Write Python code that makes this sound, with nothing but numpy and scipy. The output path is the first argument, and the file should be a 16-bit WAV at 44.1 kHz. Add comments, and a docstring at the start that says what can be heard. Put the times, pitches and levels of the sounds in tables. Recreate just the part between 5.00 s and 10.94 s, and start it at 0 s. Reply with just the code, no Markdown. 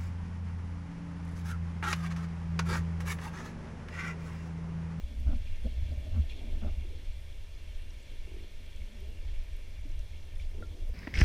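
"""Hand-held camera housing under water

Water buffets a sealed camera housing in a pool: slow surges, heaves and jolts of low-passed noise and tones.
The hand rubs, bumps and creaks on the shell: gritty noise and slip pulses through resonances.
Bubble pings, small low knocks and high ticks are gliding decaying sines, dry ticks are band-passed clicks,
one plink is a few decaying modes.
Behind it, pool fizz comes through the air gap at the microphone: coloured noise flickering band by band."""
import sys
import numpy as np
from scipy import signal
from scipy.fft import rfft, irfft, next_fast_len
from scipy.io import wavfile
from scipy.ndimage import uniform_filter1d

SR = 44100
rng = np.random.default_rng(int(sys.argv[2]) if len(sys.argv) > 2 else 0)


def master(y):
    """Save y as 16-bit WAV."""
    cut = np.clip(np.atleast_2d(y).T, -1, 1)
    pcm = np.round(cut * 32767)  # scale
    wavfile.write(sys.argv[1], SR, pcm.astype(np.int16))


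N = 261954
TIME = np.arange(N) / SR


def undb(db):
    """Decibels to gain."""
    return 10 ** (np.asarray(db) / 20)


def unit(x):
    """Scale to rms 1."""
    return x / np.sqrt(np.mean(x ** 2))


def curve(rows):
    """Table columns joined by straight lines in time."""
    s, *columns = np.transpose(rows)
    return [np.interp(TIME, s, c) for c in columns]


def colour(x, points, lifts=()):
    """Filter by (f/Hz, gain/dB) points plus resonant (f/Hz, half-lift width/Hz, lift/dB) bells."""
    size = next_fast_len(N)
    hz = np.fft.rfftfreq(size, 1 / SR) + 1e-3
    point_hz, point_db = np.transpose(points)
    db = np.interp(np.log(hz), np.log(point_hz), point_db)
    db = db + sum(lift / (1 + (2 * (hz - f) / w) ** 2) for f, w, lift in lifts)
    return irfft(rfft(x, size) * undb(db), size)[:N]


def ring(x, modes, order=1):
    """Sum of resonances, each passed `order` times for steeper skirts."""
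    out = 0
    for hz, width_hz, db in modes:
        y = x
        for _ in range(order):
            y = signal.lfilter(*signal.iirpeak(hz, hz / width_hz, SR), y)
        out = out + undb(db) * y
    return out


def walk(rate_hz):
    """Random levels held 1 / rate_hz, smoothed twice, rms 1."""
    k = int(SR / rate_hz)
    held = np.repeat(rng.standard_normal(N // k + 1), k)
    return unit(uniform_filter1d(uniform_filter1d(held, k), k)[:N])


def grit(rate_hz, spread_db):
    """Dense random clicks of uneven size."""
    clicks = (rng.random(N) < rate_hz / SR) * rng.standard_normal(N)
    return clicks * undb(spread_db * rng.exponential(size=N))


def swell(start_s, length_s):
    """Linear rise, plateau and longer fall; at least 10 ms long."""
    u = np.clip((TIME - start_s) / max(length_s, .01), 0, 1)
    rise, fall = 0.24, 0.52  # shares of the length
    return np.minimum(np.minimum(u / rise, (1 - u) / fall), 1)


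def peak(s, db, rise_db_s, fall_db_s):
    """Gain that climbs to a peak and dies away, straight in dB."""
    return undb(db - np.where(TIME < s, rise_db_s * (s - TIME), fall_db_s * (TIME - s)))


def swings(rows, wander, rise_db_s, fall_db_s):
    """Low tone swelling at each row, its pitch gliding from row to row with random drift."""
    s, _, hz = np.transpose(rows)
    drift_hz = np.interp(TIME, s, hz) * (1 + wander * walk(15))
    turn = 2 * np.pi * np.cumsum(drift_hz) / SR
    level = sum(peak(s, db, rise_db_s, fall_db_s) for s, db, _ in rows)
    return np.sqrt(2) * np.sin(turn) * level


def even_out(x, window_s):
    """Partly flatten the swells of a noise, rms 1."""
    return unit(x / uniform_filter1d(x ** 2, int(window_s * SR)) ** .45)


def buffet():
    """Eddies rock the housing slowly, keep its soft low mode humming, and heave and jolt it."""
    # water push trend: t/s, slow surge rms level/dB, low shell mode rms level/dB
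    push_trend = [(0.0, -34, -47), (0.1, -45, -47), (0.3, -32, -36.5), (0.6, -37, -41.5),
                  (0.85, -35.5, -33.5), (1.0, -43.5, -37), (1.3, -36.5, -45), (1.45, -37.5, -43.5),
                  (1.64, -35, -41.5), (2.2, -39, -45), (3.0, -40, -49), (3.35, -40, -45), (3.9, -43, -50),
                  (4.3, -32, -42.5), (4.65, -39, -44.5), (5.0, -36, -42.5), (5.26, -41.5, -43),
                  (5.94, -39, -41)]
    # surge noise spectrum: f/Hz, relative density/dB
    surge_spectrum = [(6, -0.5), (12, 12), (25, 8), (40, 3), (60, -2), (120, -43)]
    # low shell modes: f/Hz, width per pass/Hz, relative gain/dB
    low_modes = [(71, 25.6, -8), (51, 20, -21)]
    # jolts that set the low mode booming: t of peak/s, peak rms level/dB, mean f/Hz
    jolts = [(0.05, -34.5, 62.9), (0.186, -33, 66.04), (0.279, -21, 64.3), (0.35, -32.5, 58),
             (0.665, -28, 56), (0.776, -30, 68.05), (0.832, -27, 72.9), (1.161, -31.5, 84.1),
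             (1.203, -19, 69.75), (1.55, -34, 69), (1.67, -29.5, 72.9), (1.714, -38.5, 73.82),
             (1.785, -28.5, 69.1), (1.97, -42, 63.9), (2.153, -34.5, 66), (2.688, -37.5, 69.95),
             (3.434, -37, 66.9), (3.818, -36, 61.76), (4.06, -39, 69), (4.26, -41, 70.03), (4.87, -40, 72),
             (4.96, -41, 69.1), (5.41, -38, 60.94), (5.703, -34.5, 72.13), (5.835, -34.5, 66.94),
             (5.91, -35.5, 59)]
    # heavier heaves of water: t of peak/s, peak rms level/dB, mean swing rate/Hz
    heaves = [(0.02, -31, 20), (0.391, -25.5, 20), (0.53, -27.5, 16.5), (0.68, -36, 25), (0.83, -35, 15.7),
              (1.125, -31, 24.8), (1.31, -33.5, 20), (1.54, -26, 19.4), (1.65, -33.5, 20.1),
              (1.73, -31.5, 19.7), (1.844, -31.5, 20), (2.085, -31.5, 17.1), (2.76, -31.5, 20.7),
              (3.194, -33, 18), (3.565, -30, 18), (3.845, -32, 21), (4.39, -29.5, 15), (4.54, -32, 22),
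              (4.895, -30, 22), (4.99, -33, 24), (5.38, -33, 23), (5.476, -28.5, 23), (5.6, -33, 21),
              (5.826, -31, 24), (5.904, -31.5, 23.3)]
    # brief level dips: t of centre/s, 1/e full width/s, depth/dB
    lulls = [(0.075, 0.029, 6), (0.251, 0.027, 6), (0.455, 0.045, 2.5), (0.57, 0.044, 4.5),
             (0.724, 0.048, 4.5), (1.03, 0.056, 2.5), (1.6, 0.025, 8), (1.76, 0.018, 16), (2.017, .04, 6),
             (3.017, 0.049, 7), (3.498, 0.028, 7), (3.902, 0.061, 6.5), (4.457, 0.036, 3.5),
             (4.604, 0.062, 6.5), (4.857, 0.024, 2), (5.08, 0.038, 10), (5.522, 0.026, 6),
             (5.775, 0.044, 11)]
    eddy_db, eddy_hz = 1.5, 9  # rms random swing about the trend, hold rate
    shell_top_hz = 105.8

    surge_db, mode_db = curve(push_trend)
    surge = even_out(colour(rng.standard_normal(N), surge_spectrum), 0.13)
    hum = even_out(ring(rng.standard_normal(N), low_modes, order=2), 0.065)
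    surge = undb(surge_db + eddy_db * walk(eddy_hz)) * surge
    hum = undb(mode_db + eddy_db * walk(eddy_hz)) * hum
    boom = swings(jolts, wander=0.0395, rise_db_s=294, fall_db_s=406)
    lurch = swings(heaves, wander=0.0598, rise_db_s=257, fall_db_s=257)
    lull_db = -sum(db * np.exp(-((TIME - s) / (length / 2)) ** 2) for s, length, db in lulls)
    sway = (surge + hum + boom + lurch) * undb(lull_db)
    # the heavy housing cannot follow faster pushes
    return signal.sosfiltfilt(signal.butter(2, shell_top_hz, fs=SR, output="sos"), sway)


def hand():
    """Rubbing and regrips feed gritty friction into the modes of the shell."""
    # sliding: t/s, rub rms level/dB, middle modes re rub/dB, upper modes re rub/dB
    rub = [(0.03, -62.5, -8, -2), (0.25, -52.5, -17, -12.5), (0.5, -65.5, -4.5, -3),
           (0.72, -60, -5.5, -5.5), (0.88, -58, -11.5, -6.5), (1.26, -64.5, 2.5, -2),
           (1.45, -52.5, -2.5, -7), (1.74, -58.5, -6, -5), (1.94, -63.5, 5, -3.5), (2.11, -73, -1.5, 3.5),
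           (3.03, -66.5, -2, -2), (3.69, -69.5, -3.5, -0.5), (3.92, -69, -3, 2), (4.12, -67.5, 4.5, 0.5),
           (4.64, -68.5, -0.5, 0), (5.45, -67, -2.5, -0.5), (5.76, -62, 4.5, -4), (5.94, -62, -13, -4)]
    # regrip scrapes: t of start/s, nominal peak level/dB, length/s, middle, upper, scratch re peak/dB
    bumps = [(0.098, -43, 0.055, -24, -34, -20), (0.257, -42, 0.091, -24, -2.5, -8.5),
             (0.31, -51.5, 0.054, -5, -2, -3), (0.627, -33, 0.06, -8, -27, -24),
             (0.899, -49, 0.064, -8, -7, -12), (0.975, -52, 0.13, -4, -8, -13),
             (1.059, -45, 0.028, -3, -8, -17), (1.112, -50, 0.048, -6, -3, -6),
             (1.136, -33.5, 0.081, -34, -15, -18), (1.611, -38, 0.071, -4.5, -8, -10.5),
             (1.662, -51, 0.046, 4, 5, 0), (5.557, -49, 0.092, 1, -18, -16)]
    # dull shell modes: f/Hz, width per pass/Hz, relative gain/dB
    dull_modes = [(154.7, 40.4, -1.5), (222, 60, -1)]
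    # middle shell modes: f/Hz, width per pass/Hz, relative gain/dB
    middle_modes = [(307.7, 40, 3), (396.3, 103, 0.5), (476, 67, -2.5)]
    # upper shell modes: f/Hz, width per pass/Hz, relative gain/dB
    upper_modes = [(600, 126, 6), (674, 440, -6.5)]
    # scratch spectrum: f/Hz, relative density/dB
    scratch_spectrum = [(600, -32), (800, -6), (1020, -4), (1200, 0), (1560, -1), (1700, -20), (2400, -50)]
    crest_db = 9  # nominal scrape peak over its rms
    rub_scratch_db = -24.5  # re rub

    rub_db, middle_db, upper_db = curve(rub)
    # rows: dull, middle, upper, scratch
    push = undb([rub_db, rub_db + middle_db, rub_db + upper_db, rub_db + rub_scratch_db])
    for s, db, length_s, *share_db in bumps:
        gain = undb(db - crest_db + np.array([0, *share_db]))
        push = push + swell(s, length_s) * gain[:, None]
    friction = unit(grit(4000, 1.3))
    out = push[-1] * unit(colour(friction, scratch_spectrum))
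    for p, modes in zip(push, (dull_modes, middle_modes, upper_modes)):
        out = out + ring(p * friction, modes, order=2) / np.std(ring(friction, modes, order=2))
    return out


def creak():
    """Skin sticks and slips; each slip pulses the shell, and a sine follows the last creak's slip rate."""
    # creaks: t of start/s, length/s, first slip rate/Hz, last slip rate/Hz, loudest at share of length,
    # first level/dB, peak level/dB, evenness of rate (0-1)
    creaks = [(3.098, 0.14, 59, 50, 0.44, -74, -66, 0.7), (3.778, 0.34, 198, 205, 1, -74, -57.5, .93)]
    # shell modes: f/Hz, width per pass/Hz, relative gain/dB
    modes = [(349.3, 107, -3), (212, 81, -8.5), (596, 32, -21)]
    end_db = -15  # re peak
    hum_s, hum_db, hum_fade_db_s = 3.96, -58, 45

    out = 0
    for s, length_s, first_hz, last_hz, loudest, first_db, db, evenness in creaks:
        u = (TIME - s) / length_s
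        on = (u > 0) & (u < 1)
        rate_hz = np.interp(u, (0, 1), (first_hz, last_hz))
        jitter = np.clip(1 + (1 - evenness) * walk(60), .2, 3)
        phase = .97 + np.cumsum(on * rate_hz * jitter) / SR
        # one pulse per whole cycle
        pulses = np.diff(np.floor(phase), prepend=0) * undb(1.4 * walk(80))
        body = ring(pulses / np.sqrt(rate_hz), modes, order=2)
        level_db = np.interp(u, (0, np.clip(loudest, .05, .95), 1), (first_db, db, db + end_db))
        out = out + undb(level_db) * body / np.std(body[on])
    hum = np.sqrt(2) * np.sin(2 * np.pi * phase)
    return out + on * peak(hum_s, hum_db, hum_fade_db_s, hum_fade_db_s) * hum


def slips():
    """A slow creak falls apart into separate soft pulses through the shell modes."""
    # single slips: t/s, peak level of each alone/dB
    slip_rows = [(3.274, -47), (3.294, -54), (3.315, -47), (3.341, -45), (3.365, -45), (3.384, -52),
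                 (3.403, -49), (3.423, -50), (3.441, -50), (3.458, -58), (3.493, -59)]
    # shell modes: f/Hz, width per pass/Hz, relative gain/dB
    modes = [(362, 104, -3), (213, 50, -8), (600, 66, -17.5)]
    pulses = np.zeros(N)
    for s, db in slip_rows:
        pulses[int(s * SR)] = undb(db)
    one = ring(np.arange(SR) == 0, modes, order=2)
    return ring(pulses, modes, order=2) / np.abs(one).max()


def pings_and_knocks():
    """Bubble pings, small low knocks and high ticks as decaying sines gliding up; faint strays at random."""
    # single pings and knocks: t/s, level before build-up and decay/dB, starting f/Hz
    ping_rows = [(0.26, -29, 125), (0.262, -35, 266), (0.288, -32, 285), (0.328, -27.5, 247),
                 (0.35, -34.5, 220), (0.3721, -59, 11000), (0.4728, -44, 2450), (0.655, -42, 170),
                 (0.655, -37, 540), (0.667, -38.5, 630), (0.848, -50, 610), (0.905, -42.5, 268),
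                 (0.918, -40, 600), (0.934, -48, 600), (0.975, -46, 600), (1.065, -42, 600),
                 (1.096, -51, 624), (1.115, -46, 600), (1.156, -33.5, 241), (1.175, -47, 610),
                 (1.237, -47, 660), (1.37, -42, 250.5), (1.393, -44, 262), (1.412, -48, 680),
                 (1.425, -49, 262), (1.46, -50, 250), (1.525, -45, 600), (1.2965, -47, 2250),
                 (1.297, -46, 3400), (1.2975, -44, 4000), (1.309, -50, 3500), (1.309, -45, 2380),
                 (1.3144, -48, 2430), (1.322, -43, 2470), (1.3324, -44, 2700), (1.62, -30, 213),
                 (1.647, -36.5, 600), (1.657, -38, 606), (1.673, -47, 725), (1.688, -45, 272),
                 (1.734, -49, 290), (1.767, -43, 192), (1.8098, -49.5, 3350), (1.845, -44, 349.7),
                 (1.93, -47, 439), (1.965, -52, 350), (2.821, -55, 9500), (2.9058, -50.5, 5550),
                 (2.936, -58, 9500), (3.0285, -54, 7800), (3.73, -49, 3300), (3.77, -50, 3080),
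                 (3.805, -51, 2220), (3.8182, -45.5, 2200), (4.1021, -59, 12900), (4.5321, -56, 7900),
                 (4.851, -39, 282.5), (4.855, -51, 189.5), (4.9, -50, 348.2), (4.9167, -53, 5875),
                 (5.1327, -50, 2198), (5.3582, -48, 3440), (5.3817, -56, 9340), (5.3986, -41, 2300),
                 (5.545, -44, 404), (5.69, -51, 375), (5.745, -53, 350), (5.822, -48, 340),
                 (5.891, -43, 479.5)]
    t60_1khz_s, t60_law = 0.035, 0.54  # t60 falls with pitch by this power
    t60_most_s = 0.096  # low knocks are damped by the shell
    phase_glide = 0.0065  # pitch rises by twice this share over the ring
    build_cycles = 2.6

    chance = rng.random((500, 3))
    stray = [(a * TIME[-1], -65 + 15 * b ** 3 - 9 * c, 1800 * 7 ** c) for a, b, c in chance]
    out, t = np.zeros(N + SR), np.arange(SR) / SR
    for s, db, hz in list(ping_rows) + stray:
        t60_s = min(t60_1khz_s * (1000 / hz) ** t60_law, t60_most_s)
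        u = t[:int(t60_s * SR)]
        tone = np.sin(2 * np.pi * hz * u * (1 + phase_glide * u / t60_s))
        decay = np.exp(-np.log(1000) * u / t60_s)
        build = np.sin(np.pi / 2 * np.minimum(u * hz / build_cycles, 1))
        out[int(s * SR):int(s * SR) + len(u)] += undb(db) * tone * decay * build
    return out[:N]


def ticks():
    """A sharp click with a very short hiss behind it, each in its own band."""
    # dry ticks: t/s, peak level/dB, lower edge f/Hz, upper edge f/Hz
    tick_rows = [(0.2015, -56, 10000, 13000), (0.637, -55, 8500, 10500), (1.2964, -53, 2000, 4600),
                 (2.9058, -62, 4200, 6500), (3.7624, -49, 5600, 7810), (3.768, -62, 8500, 12000),
                 (4.0055, -52, 9500, 14500), (4.081, -57, 13010, 14800), (4.566, -51, 10500, 14800),
                 (4.993, -48, 5300, 8990), (5.354, -54, 8010, 10500), (5.5438, -59, 4503, 6495),
                 (5.6696, -54, 5200, 6800), (5.852, -59, 10010, 12500), (5.891, -49, 10010, 14500)]
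    hiss_t60_s = 0.004
    out, u = np.zeros(N + SR), np.arange(SR // 50) / SR
    for s, db, low_hz, high_hz in tick_rows:
        hiss = 0.8 * rng.standard_normal(len(u)) * undb(-60 * u / hiss_t60_s)
        band = signal.butter(2, (low_hz, high_hz), "band", fs=SR, output="sos")
        tick = signal.sosfilt(band, (u == 0) + hiss)
        out[int(s * SR):int(s * SR) + len(u)] += undb(db) * tick / np.abs(tick).max()
    return out[:N]


def plink():
    """A few decaying modes start together; their pitch sags as they start."""
    # modes: settled f/Hz, level re plink/dB, t60/s
    modes = [(1375, -2.5, 0.084), (1801, -9, 0.022), (540, 6.5, 0.016), (2300, -8, .012)]
    start_s, level_db, rise_s = 5.6235, -39.5, 0.0028
    drop, drop_s = 0.076, 0.0035  # initial pitch excess as a share, settling time constant
    u = np.maximum(TIME - start_s, 0)
    turn = 2 * np.pi * (u + drop * drop_s * (1 - np.exp(-u / drop_s)))
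    tone = sum(undb(level_db + db - 60 * u / t60_s) * np.sin(hz * turn) for hz, db, t60_s in modes)
    return np.minimum(u / rise_s, 1) * tone


def fizz():
    """Countless far bubbles blur into a hiss; each band flickers a little on its own."""
    # pool fizz trend: t/s, level/dB (swing about the mean weighted per band)
    fizz_trend = [(0.0, -62.5), (0.25, -62), (0.51, -59), (0.92, -60.5), (1.19, -59.5), (1.5, -59),
                  (1.7, -60.5), (2.28, -62), (2.45, -63), (2.7, -60.5), (3.2, -61), (3.49, -60.5),
                  (3.82, -61.5), (4.33, -60), (5.77, -64.5), (5.94, -64)]
    # fizz spectrum: f/Hz, relative density/dB
    fizz_spectrum = [(59, -13), (100, -47), (113, -8), (146, -3.5), (208, -10.5), (274, -11.5), (453, -11),
                     (595, -19), (675, -25.5), (1240, -21.5), (2280, -18.5), (3400, -19), (4750, -23.5),
                     (9490, -29), (15100, -34)]
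    # air gap resonances and dips: f/Hz, half-lift width/Hz, lift or dip/dB
    air_gap = [(547, 74, 7), (906, 204, 7.5), (1595, 37, 6), (1680, 40, -2.5), (1806, 130, 6.5),
               (1904, 70, -5.5), (2270, 520, 9), (2580, 60, -3.5), (2780, 193, 7.5), (2920, 71, -6),
               (3070, 110, 3.5), (3380, 405, 8), (4200, 540, 4), (5640, 1550, 4.5), (9500, 580, 4)]
    # puffs of fine bubbles close by: t of start/s, length/s, lift before band weights/dB
    puff_rows = [(1.291, 0.048, 6), (1.36, 0.022, 2.5), (5.387, 0.065, 4.5)]
    edges_hz = [0, 1500, 2050, 2550, 3050, 4500, 7500, SR / 2]
    # band weights of the trend, the puffs and the flicker
    trend_weights = [0.039, 0.83, 0.96, 1.0, 0.86, 0.2, 0.095]
    puff_weights = [0.05, 0.1, 0.6, 1.1, 1.3, 0.85, 0.44]
    flicker_weights = [0.08, 0.4, 0.62, 0.86, 0.77, 0.34, 0.39]

    size = next_fast_len(N)
    hz = np.fft.rfftfreq(size, 1 / SR)
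    spectrum = rfft(colour(rng.standard_normal(N), fizz_spectrum, air_gap), size)
    bands = [irfft(spectrum * ((hz >= a) & (hz < b)), size)[:N] for a, b in zip(edges_hz, edges_hz[1:])]
    db = curve(fizz_trend)[0]
    puff_db = sum(lift_db * swell(s, length_s) for s, length_s, lift_db in puff_rows)
    out = 0
    for band, k, p, f in zip(bands, trend_weights, puff_weights, flicker_weights):
        flicker_db = f * (0.5 * walk(12) + 1.5 * walk(40))
        out = out + band * undb(db.mean() + k * (db - db.mean()) + p * puff_db + flicker_db)
    return out / np.std(sum(bands[1:5]))  # level reference: 1.5-4.5 kHz


def scene():
    """Everything reaches one microphone inside the housing."""
    shell = buffet() + hand() + creak() + slips()
    return (shell + pings_and_knocks() + ticks() + plink() + fizz())[None]


def record(dry):
    """Steep low-pass at the top of the treble."""
    top_hz = 15210
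    return signal.sosfilt(signal.ellip(10, .2, 60, top_hz, fs=SR, output="sos"), dry)


dry = scene()
out = record(dry)
master(out)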